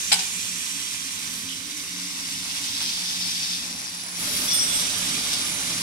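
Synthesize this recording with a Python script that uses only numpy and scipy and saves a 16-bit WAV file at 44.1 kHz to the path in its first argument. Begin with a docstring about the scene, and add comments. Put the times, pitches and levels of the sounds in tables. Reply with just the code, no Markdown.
"""A flow-wrap machine seals plastic cutlery in film, heard from a hand-held phone above its out-feed belt.
Air hisses and film rubs through the rollers, both made of coloured noise and random grains.
A hard clack opens the scene, a pack is laid on the belt, film snaps, and a rubbing metal part squeals briefly.
Behind them the gear rustles, the motor hums and the inverter whines, as noise bands and wandering sines;
a broad roar of noise joins in after four seconds. The phone has two microphone ports, left and right."""
import sys
import numpy as np
from scipy import signal
from scipy.fft import rfft, irfft
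from scipy.io import wavfile
from scipy.ndimage import uniform_filter1d, minimum_filter1d

SR = 44100
rng = np.random.default_rng(int(sys.argv[2]) if len(sys.argv) > 2 else 0)


def to_wav(sig):
    """Store sig (one row per channel, or 1-D mono) as 16-bit WAV at the path in sys.argv[1].

    Samples outside -1..1 are clipped; the rate is SR.
    """
    pcm = np.clip(np.atleast_2d(sig), -1, 1) * 32767
    pcm = np.round(pcm).astype(np.int16)
    wavfile.write(sys.argv[1], SR, pcm.T)  # frames by channels


N = 256662
T = np.arange(N) / SR  # time in s

# spectrum of the escaping air, shape only: columns hz, density_db (per Hz)
AIR_SPECTRUM = [(1000, -17), (1700, -8.5), (2100, -2.5), (2700, -1), (4300, -1.5), (5200, -2), (5800, 6.5),
                (6600, -2), (8400, -1), (9600, -3.5), (11500, -9.5), (13200, -12.5), (15500, -27)]


def air():
    """Escaping air: a fine turbulent hiss with a little spatter."""
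    spatter = undb(-8.5) * grains(rate=1500, spread_db=3.5)
    jet = from_left(noise() + spatter)
    low_skirt = [(100, -85), (500, -60)]
    hiss = colour(from_left(jet), low_skirt + list(AIR_SPECTRUM))
    return panels(hiss) * undb(0.72 * walk(45))


# bright band of the hiss: columns time_s, centre_hz, level_db
SHEEN_PATH = [(0, 6400, -32), (0.9, 8460, -41.5), (1.6, 8600, -51), (3.8, 8500, -57)]


def sheen():
    """A bright band of the hiss climbs and fades while the pack is turned in the hand."""
    centre_hz, level_db = curves(SHEEN_PATH)
    return undb(level_db) * band(centre_hz, width_hz=1600)


# spectrum of the rubbing film, shape only: columns hz, density_db (per Hz)
FILM_SPECTRUM = [(1500.0, -22.5), (2900.0, -13.5), (3550.0, -1.5), (4200.0, -5), (4900.0, 1), (5700.0, -1),
                 (6200.0, -8.5), (7600.0, -30), (12000.0, -27.5)]


def film():
    """Film dragged over steel: dense little slips, uneven in strength."""
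    clicks = undb(-3.5) * grains(rate=3000, spread_db=4.5)
    slips = from_left(noise() + clicks)
    rubbing = colour(from_left(slips), [(600, -32)] + list(FILM_SPECTRUM))
    return panels(rubbing) * undb(1.0 * walk(45))


# packs dragged through the rollers: columns start_s, end_s, level_db
FILM_DRAGS = [(2.002, 2.42, -39), (2.371, 2.704, -34), (2.647, 3.547, -29.5), (2.8, 2.845, -25.5),
              (4.234, 5.3, -31.5), (4.455, 4.62, -34), (5.287, 5.357, -24), (5.645, 5.82, -32)]
FILM_IDLE_DB, DRAG_RISE_S, DRAG_FALL_S = -38, 0.034, 0.076


def drag():
    """Strength of the film's rubbing: the drags add their power to the light idle rub."""
    pulls = sum((undb(db) * swell(start, end, DRAG_RISE_S, DRAG_FALL_S)) ** 2
                for start, end, db in FILM_DRAGS)
    return np.sqrt(undb(FILM_IDLE_DB) ** 2 + pulls)


# the air jet as the phone moves about it: columns time_s, hiss_db, left_minus_right_db
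JET_PATH = [(0, -28, -2), (0.8, -30, -2.5), (1.35, -32, -2.5), (1.65, -34.5, -3), (2.0, -32.5, 0),
            (2.6, -30, -1.5), (3.45, -30, 0), (3.75, -34.5, 2), (4.12, -35, 1.5), (4.24, -28, 5),
            (4.7, -28, -3.5), (5.82, -28, 0.5)]


def hiss():
    """Air jet and film rub share one shifting balance between the ports."""
    air_db, lean_db = curves(JET_PATH)
    return (undb(air_db) * air() + drag() * film()) * balance(lean_db)


# knocks on the frame: columns start_s, level_db (relative), rattle_t60_s, treble_db (relative to its body)
FRAME_KNOCKS = [(0.117, -9.5, 0.052, -17), (0.1202, -12, 0.05, -11), (0.1262, -6.5, 0.05, -5),
                (0.141, -19, 0.054, -2), (0.191, -20.5, 0.14, -19), (2.8047, -24, 0.19, -15),
                (5.33, -25, 0.11, -3)]
# ringing of the frame after a knock: columns pitch_hz, level_db (relative), t60_s
FRAME_RINGING = [(425, -42, .6), (840, -42, .45), (1513, -39, .3), (2842, -33, .3), (8856, -36, .4)]
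# spectrum the frame gives to the rattle, shape only: columns hz, gain_db
FRAME_SPECTRUM = [(250, -33), (420, -23), (620, -16), (840, -2), (1250, -14), (1550, -3), (1850, -9),
                  (2250, -3), (3250, -1), (5200, 2.5), (6500, -11), (8500, -10), (15500, -37)]
# where the frame is heard: columns hz, left_minus_right_db
FRAME_BALANCE = [(500, 4), (2100, -2), (5200, 4.5), (12000, -1)]


def knocks():
    """Each knock is a short rattle of contacts that sets the steel frame ringing."""
    blows, strikes = 0, np.zeros(N)
    rattle = unit(noise() + undb(-5.5) * grains(rate=6800, spread_db=2.9))
    treble = colour(rattle, [(5000, -58), (7500, 16.5)])
    body = colour(rattle, [(5700, -1.0), (8000, -8)])
    for start, db, t60, treble_db in FRAME_KNOCKS:
        blows = blows + undb(db) * decay(start, t60) * (body + undb(treble_db) * treble)
        strikes[int(start * SR)] += undb(db)
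    ring = sum(undb(db) * decay(0, t60) * np.sin(2 * np.pi * hz * T) for hz, db, t60 in FRAME_RINGING)
    clatter = undb(5.0) * colour(blows, FRAME_SPECTRUM)
    return lean(room(clatter + convolve(strikes, ring), wet_db=-13.0), FRAME_BALANCE)


# modes of the rubbing metal part: columns pitch_hz, left_minus_right_db
RUBBING_MODES = [(3425, -7), (5165, 7), (5726, 4), (8162, 9), (8800, -5), (11612, -4), (12172, -6),
                 (12834, -6)]
# squeals, each on one of those modes: columns start_s, end_s, pitch_hz, level_db
SQUEAL_EVENTS = [(4.472, 4.535, 5726, -23), (4.472, 4.555, 3425, -30), (4.526, 4.59, 8800, -21.5),
                 (4.526, 4.555, 12172, -35), (4.526, 4.555, 12834, -38), (4.5, 4.595, 5165, -28.5),
                 (4.575, 4.66, 5726, -24), (4.595, 4.645, 8162, -20), (4.672, 4.71, 8162, -20),
                 (4.68, 4.76, 3425, -34), (4.72, 4.81, 11612, -38), (4.727, 4.768, 8162, -18),
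                 (4.745, 4.785, 5165, -33), (4.74, 4.87, 5726, -31)]
# ringing after a squeal, against the squeal's level; the level is that at 5 kHz
SQUEAL_RING_DB, SQUEAL_RING_DB_PER_OCTAVE, SQUEAL_RING_T60_S = -8, -4, 1.6


def squeal(rise_s=0.008, fall_s=0.017):
    """Friction locks on to mode after mode; each swells, flutters and rings on, high ones more softly."""
    out = 0
    for hz, lean_db in RUBBING_MODES:
        ring = undb(SQUEAL_RING_DB + SQUEAL_RING_DB_PER_OCTAVE * np.log2(hz / 5000))
        strengths = []
        for start, end, mode_hz, db in SQUEAL_EVENTS:
            if mode_hz == hz:
                driven = swell(start, end, rise_s, fall_s)
                released = ring * decay(end, SQUEAL_RING_T60_S)
                strengths.append(undb(db) * np.maximum(driven, released))
        flutter = undb(2.2 * walk(55))
        tone = np.max(strengths, axis=0) * flutter * sine(hz + 12 * walk(120))
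        out = out + tone * balance(lean_db)
    return room(out, wet_db=-13)


# crisp snaps of the film: columns start_s, level_db, t60_s
FILM_SNAPS = [(2.822, -31, 0.088), (4.3656, -29, 0.12), (4.9822, -24, .03)]
# softer crinkling of the film: columns start_s, end_s, level_db
FILM_CRINKLES = [(1.267, 1.38, -38), (4.151, 4.465, -33), (4.49, 4.8, -39)]
CRINKLE_SLEW_S = 0.042
# spectrum of snaps and crinkles, shape only: columns hz, density_db (per Hz)
SNAP_SPECTRUM = [(1500, -21), (4000, -24), (7500, -17), (10500, 4.5), (12500, -3), (15500, -12)]


def snaps():
    """Creases in the packs snap over, and the film crinkles softly as it bends."""
    crisp = sum(undb(db) * decay(start, t60) for start, db, t60 in FILM_SNAPS)
    soft = sum(undb(db) * swell(start, end, CRINKLE_SLEW_S, CRINKLE_SLEW_S)
               for start, end, db in FILM_CRINKLES)
    crackle = unit(colour(noise() + grains(rate=8600, spread_db=5.0), SNAP_SPECTRUM))
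    return room((crisp + soft) * crackle, wet_db=-6.0)


# scuffs of the pack on the belt: columns start_s, level_db
PACK_SCUFFS = [(1.488, -31.5), (1.506, -38), (1.526, -40)]
SCUFF_HZ, SCUFF_T60_S = 3220, 0.11


def pack_scuffs():
    """The pack is laid on the belt: the cutlery shifts in its film in a few short scuffs."""
    strength = sum(undb(db) * decay(start, SCUFF_T60_S) for start, db in PACK_SCUFFS)
    return room(strength * band(SCUFF_HZ, width_hz=670), wet_db=-8)


# spectrum of the running gear, shape only: columns hz, density_db (per Hz)
GEAR_SPECTRUM = [(200, -19.5), (400, -5), (520, -2), (680, -6), (880, -3), (1080, 0), (1300, -4),
                 (2050, -2), (2800, -9), (5000, -9.5), (12000, -17.5)]
# how unlike the gear's rustle is at the two ports: columns hz, side_minus_mid_db
GEAR_WIDTH = [(280, -3), (430, 2), (580, 2.5), (900, -1), (1500, 0.5), (2500, 1.5)]
# path of the echo from the machine bed: columns time_s, extra_delay_ms
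BED_ECHO_PATH = [(0, 0.65), (1.25, 0.86), (1.75, 0.6), (2.15, 0.95), (3.2, 1.2), (5.82, 1.11)]
# loudness of the running gear: columns time_s, level_db
GEAR_LOUDNESS = [(0, -42.5), (1.4, -44.5), (4.1, -43), (5.82, -38.5)]


def gear():
    """Chains and rollers rustle; the dull echo from the bed cuts a notch that moves with the phone."""
    clinks = undb(-5.5) * grains(rate=440, spread_db=2.0)
    rustle = colour(spread(noise() + clinks, GEAR_WIDTH), GEAR_SPECTRUM) * undb(1.13 * walk(24.85))
    dull = signal.sosfiltfilt(signal.butter(3, 1000, fs=SR, output="sos"), rustle)
    echo = undb(-7.5) * delayed(dull, *curves(BED_ECHO_PATH))
    return undb(curves(GEAR_LOUDNESS)) * unit(rustle + echo)


# shaft tones of the motors, close enough to beat: columns pitch_hz, level_db (relative)
SHAFT_TONES = [(172.4, -8.5), (175.6, -3), (177.8, 0.5), (182.6, -3)]
# the hum swells and sinks: columns time_s, level_db
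SHAFT_LOUDNESS = [(0, -58), (0.16, -46.5), (1.07, -55.5), (1.5, -49), (1.77, -59.5), (1.96, -47.5),
                  (2.9, -59.5), (3.1, -47), (4.1, -51.5), (4.25, -43.5), (4.65, -51), (4.85, -42.5),
                  (5.3, -51), (5.82, -43)]
# deeper tones of the drive: columns pitch_hz, level_db (relative)
LOW_TONES = [(97, -3.5), (107.3, -2.5), (143, -10)]
# spectrum of the boom, shape only: columns hz, density_db (per Hz)
BOOM_SPECTRUM = [(20, -17), (75, -9), (103, -4.5), (125, -8.5), (172, -4.5), (260, 0.5), (340, -10),
                 (420, -17.5), (900, -29)]
# a drone in the cabinet that wavers, comes and goes: columns time_s, centre_hz, level_db
CABINET_DRONE = [(0.5, 265, -68), (0.8, 279, -49.5), (1.35, 255.4, -52), (1.75, 290, -49),
                 (2.15, 280.7, -50), (3.6, 290, -61), (5.7, 335.3, -55)]
# the drive grows louder by the load figures as the roar sets in
LOW_HUM_DB, LOW_HUM_LOAD_DB = -61, 6.5
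BOOM_DB, BOOM_LOAD_DB = -49, 6.5


def motor(load):
    """Beating, wandering shaft tones over the lumpy boom and wavering drone of the cabinet."""
    shaft = undb(curves(SHAFT_LOUDNESS)) * tones(SHAFT_TONES, wander_hz=2.58, waver_db=2.5)
    low_db = LOW_HUM_DB + LOW_HUM_LOAD_DB * load
    low = undb(low_db) * tones(LOW_TONES, wander_hz=1.87, waver_db=1.5)
    drone_hz, drone_db = curves(CABINET_DRONE)
    drone = undb(drone_db) * band(drone_hz, width_hz=23.4)[0]  # alike at both ports
    boom_db = BOOM_DB + BOOM_LOAD_DB * load + 1.9 * walk(9.1)
    return undb(boom_db) * bulky(BOOM_SPECTRUM) + shaft + low + drone


# the inverter's carrier and its sidebands: columns pitch_hz, level_db (relative)
WHINE_TONES = [(9808, -11), (9962, -4), (9999, 0), (10024, -6), (10035, -7), (10189, -11)]
# the whine sinks at first, then grows as the phone nears the cabinet: columns time_s, level_db
WHINE_LOUDNESS = [(0, -44), (2.2, -52), (3.0, -45), (3.8, -42), (5.82, -36.5)]


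def whine():
    """The inverter's switching carrier and sidebands sing as high, slightly wandering lines."""
    return undb(curves(WHINE_LOUDNESS)) * tones(WHINE_TONES, wander_hz=3.97, waver_db=3)


# spectrum of the roar, shape only: columns hz, density_db (per Hz)
ROAR_SPECTRUM = [(20, -7), (60, -3), (100, 9.5), (240, 7.5), (650, 1), (1300, 4.5), (2200, -1), (3500, 7.5),
                 (7000, -1), (10000, 6), (14000, -33)]
ROAR_START_S, ROAR_RISE_S, ROAR_HOLD_S = 4.16, 0.059, 0.89  # the hold counts from the start
ROAR_DB, ROAR_FADE_DB_PER_S = -32.5, 4.5


def roar(load):
    """Broad noise from a large body sets in quickly, holds, then eases off."""
    eased_db = ROAR_FADE_DB_PER_S * np.maximum(T - ROAR_START_S - ROAR_HOLD_S, 0)
    return load * undb(ROAR_DB - eased_db) * panels(bulky(ROAR_SPECTRUM))


def panels(x, count=12):
    """Reflections from nearby panels ripple the spectrum; the ripple shifts as the hand sways."""
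    echoes = 0
    for k in range(count):
        source = x[::-1] if k % 2 else x  # every other echo swaps the ports
        delay_ms = rng.uniform(0.808, 10) + 0.075 * walk(1.504)
        echoes = echoes + delayed(source, delay_ms)
    return unit(x + undb(-14.5) * echoes)


ROOM_T60_S = 0.52


def room(x, wet_db):
    """Add the diffuse tail of the workshop, which loses its treble."""
    tail = colour(noise() * decay(0.0024, ROOM_T60_S), [(3000, 12.6), (12000, 3.0)])[:, :SR]
    return x + undb(wet_db) * convolve(x, tail / np.sqrt(np.sum(tail ** 2) / 2))


def undb(db):
    """Decibels to gain."""
    return 10 ** (np.asarray(db) / 20)


def unit(x):
    """Scale to rms 1."""
    return x / np.sqrt(np.mean(x ** 2))


def curves(table):
    """The columns of a table, joined by straight lines in time."""
    time_s, *columns = np.transpose(table)
    return [np.interp(T, time_s, column) for column in columns]


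def noise():
    """Unrelated noise at the two ports."""
    return rng.standard_normal((2, N))


def grains(rate, spread_db):
    """A random rain of tiny clicks, rate a second at each port, most weak and a few strong."""
    hit = rng.random((2, N)) < rate / SR
    return unit(hit * noise() * undb(spread_db * np.minimum(rng.exponential(size=N), 5)))


def walk(rate):
    """Slow chance with spread 1, changing about rate times a second."""
    steps = rng.standard_normal(4096)
    return unit(np.interp(T * rate, np.arange(len(steps)), steps))


def sine(hz):
    """A sine whose pitch may move."""
    return np.sin(2 * np.pi * np.cumsum(hz) / SR)


def tones(table, wander_hz, waver_db):
    """Steady lines that drift a little in pitch and strength."""
    return unit(sum(undb(db + waver_db * walk(6.4)) * sine(hz + wander_hz * walk(9)) for hz, db in table))


def band(hz, width_hz):
    """Noise in one resonance whose centre may move."""
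    lowpass = signal.butter(2, width_hz / 2, fs=SR, output="sos")
    slow = signal.sosfilt(lowpass, noise() + 1j * noise())
    carrier = np.exp(2j * np.pi * np.cumsum(hz * np.ones(N)) / SR)
    return unit(np.real(slow * carrier))


def bulky(table):
    """Noise from a large body: its bass reaches both ports alike, its treble does not."""
    side_table = [(50, -35), (120, -19), (190, -13.5), (280, -11.5), (450, 0.0)]
    return unit(colour(spread(noise(), side_table), table))


def decay(start, t60):
    """A sudden start that falls 60 dB in t60."""
    age = T - start
    return (age >= 0) * np.exp(-np.log(1000) * np.clip(age / t60, 0, 10))


def swell(start, end, rise_s, fall_s):
    """Rise from the start, hold, and fall away after the end."""
    rise = 1 - np.exp(-np.maximum(T - start, 0) / rise_s)
    return rise * np.exp(-np.clip((T - end) / fall_s, 0, 20))


def spectrum(table, size=4096):
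    """A (hz, db) table on the bins of a short transform."""
    hz, db = np.transpose(table)
    return np.interp(np.log(np.fft.rfftfreq(size, 1 / SR) + 1), np.log(hz), db)


def convolve(x, response):
    """Pass a sound through one response, or one for each port."""
    return signal.oaconvolve(np.atleast_2d(x), np.atleast_2d(response), axes=1)[:, :N]


def colour(x, table):
    """Causal filter with the given spectrum, built from its cepstrum."""
    cepstrum = irfft(np.log(undb(spectrum(table))))
    half = len(cepstrum) // 2
    cepstrum[1:half] *= 2  # fold the later half on to the earlier: minimum phase
    cepstrum[half + 1:] = 0
    return convolve(x, irfft(np.exp(rfft(cepstrum))))


def delayed(x, delay_ms):
    """Each port's sound, late by a delay that may move."""
    return np.array([np.interp(T - delay_ms / 10 ** 3, T, port, left=0) for port in x])


def balance(lean_db):
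    """Gains of the left and right ports for a left minus right level."""
    return undb(np.array([[.5], [-.5]]) * lean_db)


def spread(x, side_table):
    """Share two unrelated sounds between the ports: one alike in both, one opposed."""
    return x[0] + colour(x[1], side_table) * np.array([[1], [-1]])


# the straight path of the hiss: its lag at the right port and its level against the scattered sound
PORT_LAG_S, DIRECT_DB = 0.00043, -10


def from_left(x):
    """Part of the sound comes straight to the phone and reaches the right port a little later."""
    left = x[0] * np.hypot(1, undb(DIRECT_DB))  # keeps the ports equally loud
    right = x[1] + undb(DIRECT_DB) * np.roll(x[0], round(PORT_LAG_S * SR))
    return unit(np.array([left, right]))


def lean(x, table):
    """Share each pitch between the ports by a (hz, left_minus_right_db) table, keeping its power."""
    hz, lean_db = np.transpose(table)
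    common_db = 10 * np.log10((undb(lean_db) + undb(-lean_db)) / 2)
    return np.vstack([colour(port, np.transpose([hz, side * lean_db / 2 - common_db]))
                      for port, side in zip(x, (1, -1))])


def limit(x, size=129):
    """Turn both ports down for a few milliseconds around a peak that would overload."""
    gain = minimum_filter1d(1 / np.maximum(np.abs(x).max(axis=0) / .95, 1), size)
    return x * uniform_filter1d(gain, size)


def scene():
    """All the parts of the machine around the phone."""
    load = np.clip((T - ROAR_START_S) / ROAR_RISE_S, 0, 1)  # 0 before the roar, 1 once it has set in
    near = hiss() + sheen() + knocks() + squeal() + snaps() + pack_scuffs()
    return near + gear() + motor(load) + whine() + roar(load)


# the two microphone ports: columns hz, left_minus_right_db
PORT_BALANCE = [(400, 0), (700, 1), (1400, 0), (2100, -1.5), (2900, -9), (3800, -3.5), (5200, 11),
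                (6300, -6.5), (7300, -1), (8500, -13), (11000, -25), (15000, -7.5)]
TOP_HZ = 15700


def record(dry):
    """The ports share the sound differently at each pitch; the phone limits the peaks and cuts the top."""
    limited = limit(lean(dry, PORT_BALANCE))
    return signal.sosfilt(signal.ellip(10, .2, 80, TOP_HZ, fs=SR, output="sos"), limited)


dry = scene()
out = record(dry)
to_wav(out)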